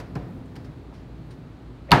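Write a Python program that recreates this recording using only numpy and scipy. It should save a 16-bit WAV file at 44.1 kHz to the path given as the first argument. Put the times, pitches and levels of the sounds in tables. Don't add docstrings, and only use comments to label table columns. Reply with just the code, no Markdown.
import sys
import numpy as np
from scipy import signal
from scipy.fft import rfft, irfft
from scipy.io import wavfile

SR = 44100
rng = np.random.default_rng(int(sys.argv[2]) if len(sys.argv) > 2 else 0)


def to_wav(s):
    ch = np.atleast_2d(s).T
    pcm = np.round(np.clip(ch, -1, 1) * 32767)
    wavfile.write(sys.argv[1], SR, pcm.astype(np.int16))


N = 88200


def from_db(db):
    return 10 ** (np.asarray(db) / 20)


def rms_one(x):
    return x / np.sqrt(np.mean(x ** 2) + 1e-20)


def at_hz(points, hz):
    point_hz, value = np.transpose(points)
    return np.interp(np.log(np.maximum(hz, 1)), np.log(point_hz), value)


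def seconds():
    return np.arange(N) / SR


def bins_hz():
    return np.arange(N // 2 + 1) * SR / N


def filtered_noise(gain):
    white = rfft(rng.standard_normal(N))
    return rms_one(irfft(white * gain, N))


def noise(spectrum):
    return filtered_noise(from_db(at_hz(spectrum, bins_hz())))


def resonant_noise(centre_hz, width_hz):
    return filtered_noise(1 / (1 + (2 * (bins_hz() - centre_hz) / width_hz) ** 2))


def envelope(start_s, rise_s, t60_s):
    age_s = seconds() - start_s
    rise = np.clip(age_s / rise_s, 0, 1)
    return rise * np.exp(-np.log(1000) * np.maximum(age_s - rise_s, 0) / t60_s)


def ring(drive, hz, t60_s):
    radius = np.exp(-np.log(1000) / (t60_s * SR))
    w = 2 * np.pi * hz / SR
    return signal.lfilter([0, np.sin(w)], [1, -2 * radius * np.cos(w), radius ** 2], drive + 1e-18)


def slap():
    # t/s, relative level/dB, contact time/ms
    landings = [(1.9125, 2.5, 2.65), (1.9192, -9, 2.6), (1.925, 0, 0.22), (1.9323, -0.5, 0.34)]
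    # f/Hz, relative level/dB per Hz
    sheet_spectrum = [(50, -3), (150, 9.5), (350, 5), (600, -18), (950, 11), (1700, 1), (2500, -3.5),
                      (4400, -13), (5200, -22), (14000, -48)]
    # f/Hz, relative level/dB per Hz
    hall_spectrum = [(55, -11), (150, 1.5), (400, 2), (900, -2), (1700, -7.5), (2600, -18), (4400, -22),
                     (5400, -28), (10000, -38), (15000, -42)]
    slap_s, sheet_rise_s, sheet_t60_s = 1.919, 0.0019, 0.19
    sheet_db, hall_db = -11, -17.5
    sheet_level = from_db(sheet_db) * envelope(slap_s, sheet_rise_s, sheet_t60_s)
    sheet = sheet_level * noise(sheet_spectrum)
    hall = room_tail(hall_spectrum, [(slap_s, hall_db)])
    return crack() + strike_table(landings) + sheet + hall


def crack():
    # t/s, relative level/dB
    cracks = [(1.9088, -23.5), (1.9174, 1.5), (1.9257, -12.5)]
    # f/Hz, relative level/dB, t60/s
    resonances = [(2242, -16, 0.029), (2970, -13, 0.014), (3705, -6.5, 0.0071), (4110, -9, 0.0093),
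                  (4420, -9, 0.013)]
    # f/Hz, relative level/dB per Hz
    hiss_spectrum = [(1500, -20), (3000, 10.5), (5500, -6.5), (7000, -6), (11000, -9), (13500, -28),
                     (16000, -31)]
    click_db, hiss_db = 0.5, -14
    hiss_rise_s, hiss_t60_s = 0.00013, 0.014
    clicks, puffs = np.zeros(N), np.zeros(N)
    for t_s, db in cracks:
        clicks[int(t_s * SR)] += from_db(click_db + db)
        puffs += from_db(hiss_db + db) * envelope(t_s, hiss_rise_s, hiss_t60_s)
    ringing = sum(from_db(db) * ring(clicks, hz, t60_s) for hz, db, t60_s in resonances)
    return ringing + puffs * noise(hiss_spectrum)


def strike_table(blows):
    # f/Hz, relative level/dB, t60/s
    modes = [(64.6, -25.5, 0.55), (111, -20.5, 0.18), (142.7, -14.5, 0.14), (187.3, -21, 0.22),
             (291.1, -27, 0.54), (380, -20, 0.088), (473, -25, .3), (724, -19.5, 0.2), (814, -15, 0.053),
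             (945, -11.5, 0.1), (1063, -15, 0.068), (1345, -21, 0.11), (1604, -13, 0.061),
             (1693, -12.5, 0.11), (1790, -25, 0.15), (1848, -42, .14), (2147, -24, 0.16), (3370, -26, 0.11)]
    force = np.zeros(N)
    for t_s, db, contact_ms in blows:
        push_scale_s = contact_ms / 4000
        age = np.maximum(seconds() - t_s, 0) / push_scale_s
        push = age * np.exp(-age)
        force += from_db(db) * push / push.sum()
    out = np.zeros(N)
    for k, (hz, db, t60_s) in enumerate(modes):
        sign = (-1) ** k
        out += sign * from_db(db) * ring(force, hz, t60_s)
    return out


def room_tail(spectrum, events):
    # f/Hz, t60/s
    room_t60 = [(100, 1.6), (1000, 1.03), (4000, 0.71), (12000, 0.16)]
    build_s = 0.019
    wash = rfft(noise(spectrum))
    octave = np.round(np.log2(np.maximum(bins_hz(), 64)))
    out = np.zeros(N)
    for k in np.unique(octave):
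        t60_s = at_hz(room_t60, 2 ** k)
        power = sum((from_db(db) * envelope(t_s, build_s, t60_s)) ** 2 for t_s, db in events)
        out += np.sqrt(power) * irfft(wash * (octave == k), N)
    return out


def knocks():
    # t/s, relative level/dB, contact time/ms
    knock_blows = [(.154, -26, 0.47), (.1606, -7, 1.64), (.229, -22.5, 2), (.566, -19, 2.1)]
    return strike_table(knock_blows)


def soft_bursts(bursts, spectrum, room_db):
    level = sum(from_db(db) * envelope(t_s, rise_s, t60_s) for t_s, db, rise_s, t60_s in bursts)
    events = [(t_s, db + room_db) for t_s, db, _, _ in bursts]
    return level * noise(spectrum) + room_tail(spectrum, events)


def dull_bursts():
    # t/s, level/dB, rise/s, t60/s
    dull_rows = [(0, -34, 0.0013, 0.17), (.156, -30.5, 0.002, 0.11), (.562, -44, 0.0057, 0.1),
                 (1.909, -19, 0.006, 0.24)]
    # f/Hz, relative level/dB per Hz
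    dull_spectrum = [(40, -30), (130, 17.5), (400, 5.5), (800, 4), (1400, -5.5), (2500, -12.5), (6000, -35),
                     (14000, -42)]
    return soft_bursts(dull_rows, dull_spectrum, room_db=-10)


def bright_bursts():
    # t/s, level/dB, rise/s, t60/s
    bright_rows = [(0, -41, 0.0009, 0.068), (.153, -41.5, 0.001, 0.047), (.5545, -47, .002, .04),
                   (.561, -45.5, 0.0027, 0.045), (.641, -53.5, 0.0085, .1), (.93, -57.5, 0.012, 0.43),
                   (1.302, -54, 0.011, 0.15)]
    # f/Hz, relative level/dB per Hz
    bright_spectrum = [(500, -6.5), (1600, 4), (3000, -4), (5000, -3.5), (7000, -14.5), (9500, -17.5),
                       (15000, -28)]
    return soft_bursts(bright_rows, bright_spectrum, room_db=-18)


def resonant_bursts():
    # t/s, level/dB, rise/s, t60/s, centre f/Hz, width/Hz
    resonant_rows = [(.45, -70, 0.0088, 0.055, 8000, 3000), (0.909, -48.5, 0.016, 0.13, 840, 447),
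                     (1.305, -65, 0.0074, .08, 8900, 700), (1.305, -59.5, 0.0061, 0.067, 4360, 1200),
                     (1.884, -36, 0.014, 0.17, 573, 200), (1.875, -49.5, 0.018, 0.31, 2140, 700)]
    out = np.zeros(N)
    for t_s, db, rise_s, t60_s, centre_hz, width_hz in resonant_rows:
        burst = envelope(t_s, rise_s, t60_s) * resonant_noise(centre_hz, width_hz)
        out += from_db(db) * burst
    return out


def handling():
    # t/s, level/dB
    rumble_level = [(0, -42), (.35, -38), (.45, -42.5), (.62, -41), (.75, -44), (.88, -49.5), (1.3, -43),
                    (1.55, -49.5), (2, -53)]
    # f/Hz, relative level/dB per Hz
    rumble_spectrum = [(30, -44), (60, -15), (90, 2.5), (130, 2.5), (200, -4.5), (300, -8.5), (600, -23.5),
                       (2000, -55)]
    level_db = np.interp(seconds(), *np.transpose(rumble_level))
    return from_db(level_db) * noise(rumble_spectrum)


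def ventilation():
    # f/Hz, relative level/dB per Hz
    air_spectrum = [(20, -35), (36, -9.5), (50, -5), (165, -1.5), (206, -11), (290, -5), (470, -15),
                    (870, -22), (1200, -23.5), (3000, -35), (4300, -36), (5400, -45.5), (7000, -48),
                    (15000, -60)]
    # f/Hz, width/Hz, level/dB
    drones = [(56.7, 8, -47), (120.1, 15, -52), (257.5, 23, -52)]
    air_db = -44.5
    out = from_db(air_db) * noise(air_spectrum)
    for hz, width_hz, db in drones:
        out += from_db(db) * resonant_noise(hz, width_hz)
    return out


def scene():
    soft = knocks() + dull_bursts() + bright_bursts() + resonant_bursts()
    return (slap() + soft + handling() + ventilation())[None]


def record(dry):
    low_cut_hz, top_cut_hz = 29, 15750
    high_pass = signal.butter(2, low_cut_hz, "high", fs=SR, output="sos")
    lean = signal.sosfilt(high_pass, dry)
    held = lean / (1 + lean ** 8) ** (1 / 8)
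    low_pass = signal.ellip(10, .2, 70, top_cut_hz, fs=SR, output="sos")
    return signal.sosfilt(low_pass, held)


dry = scene()
out = record(dry)
to_wav(out)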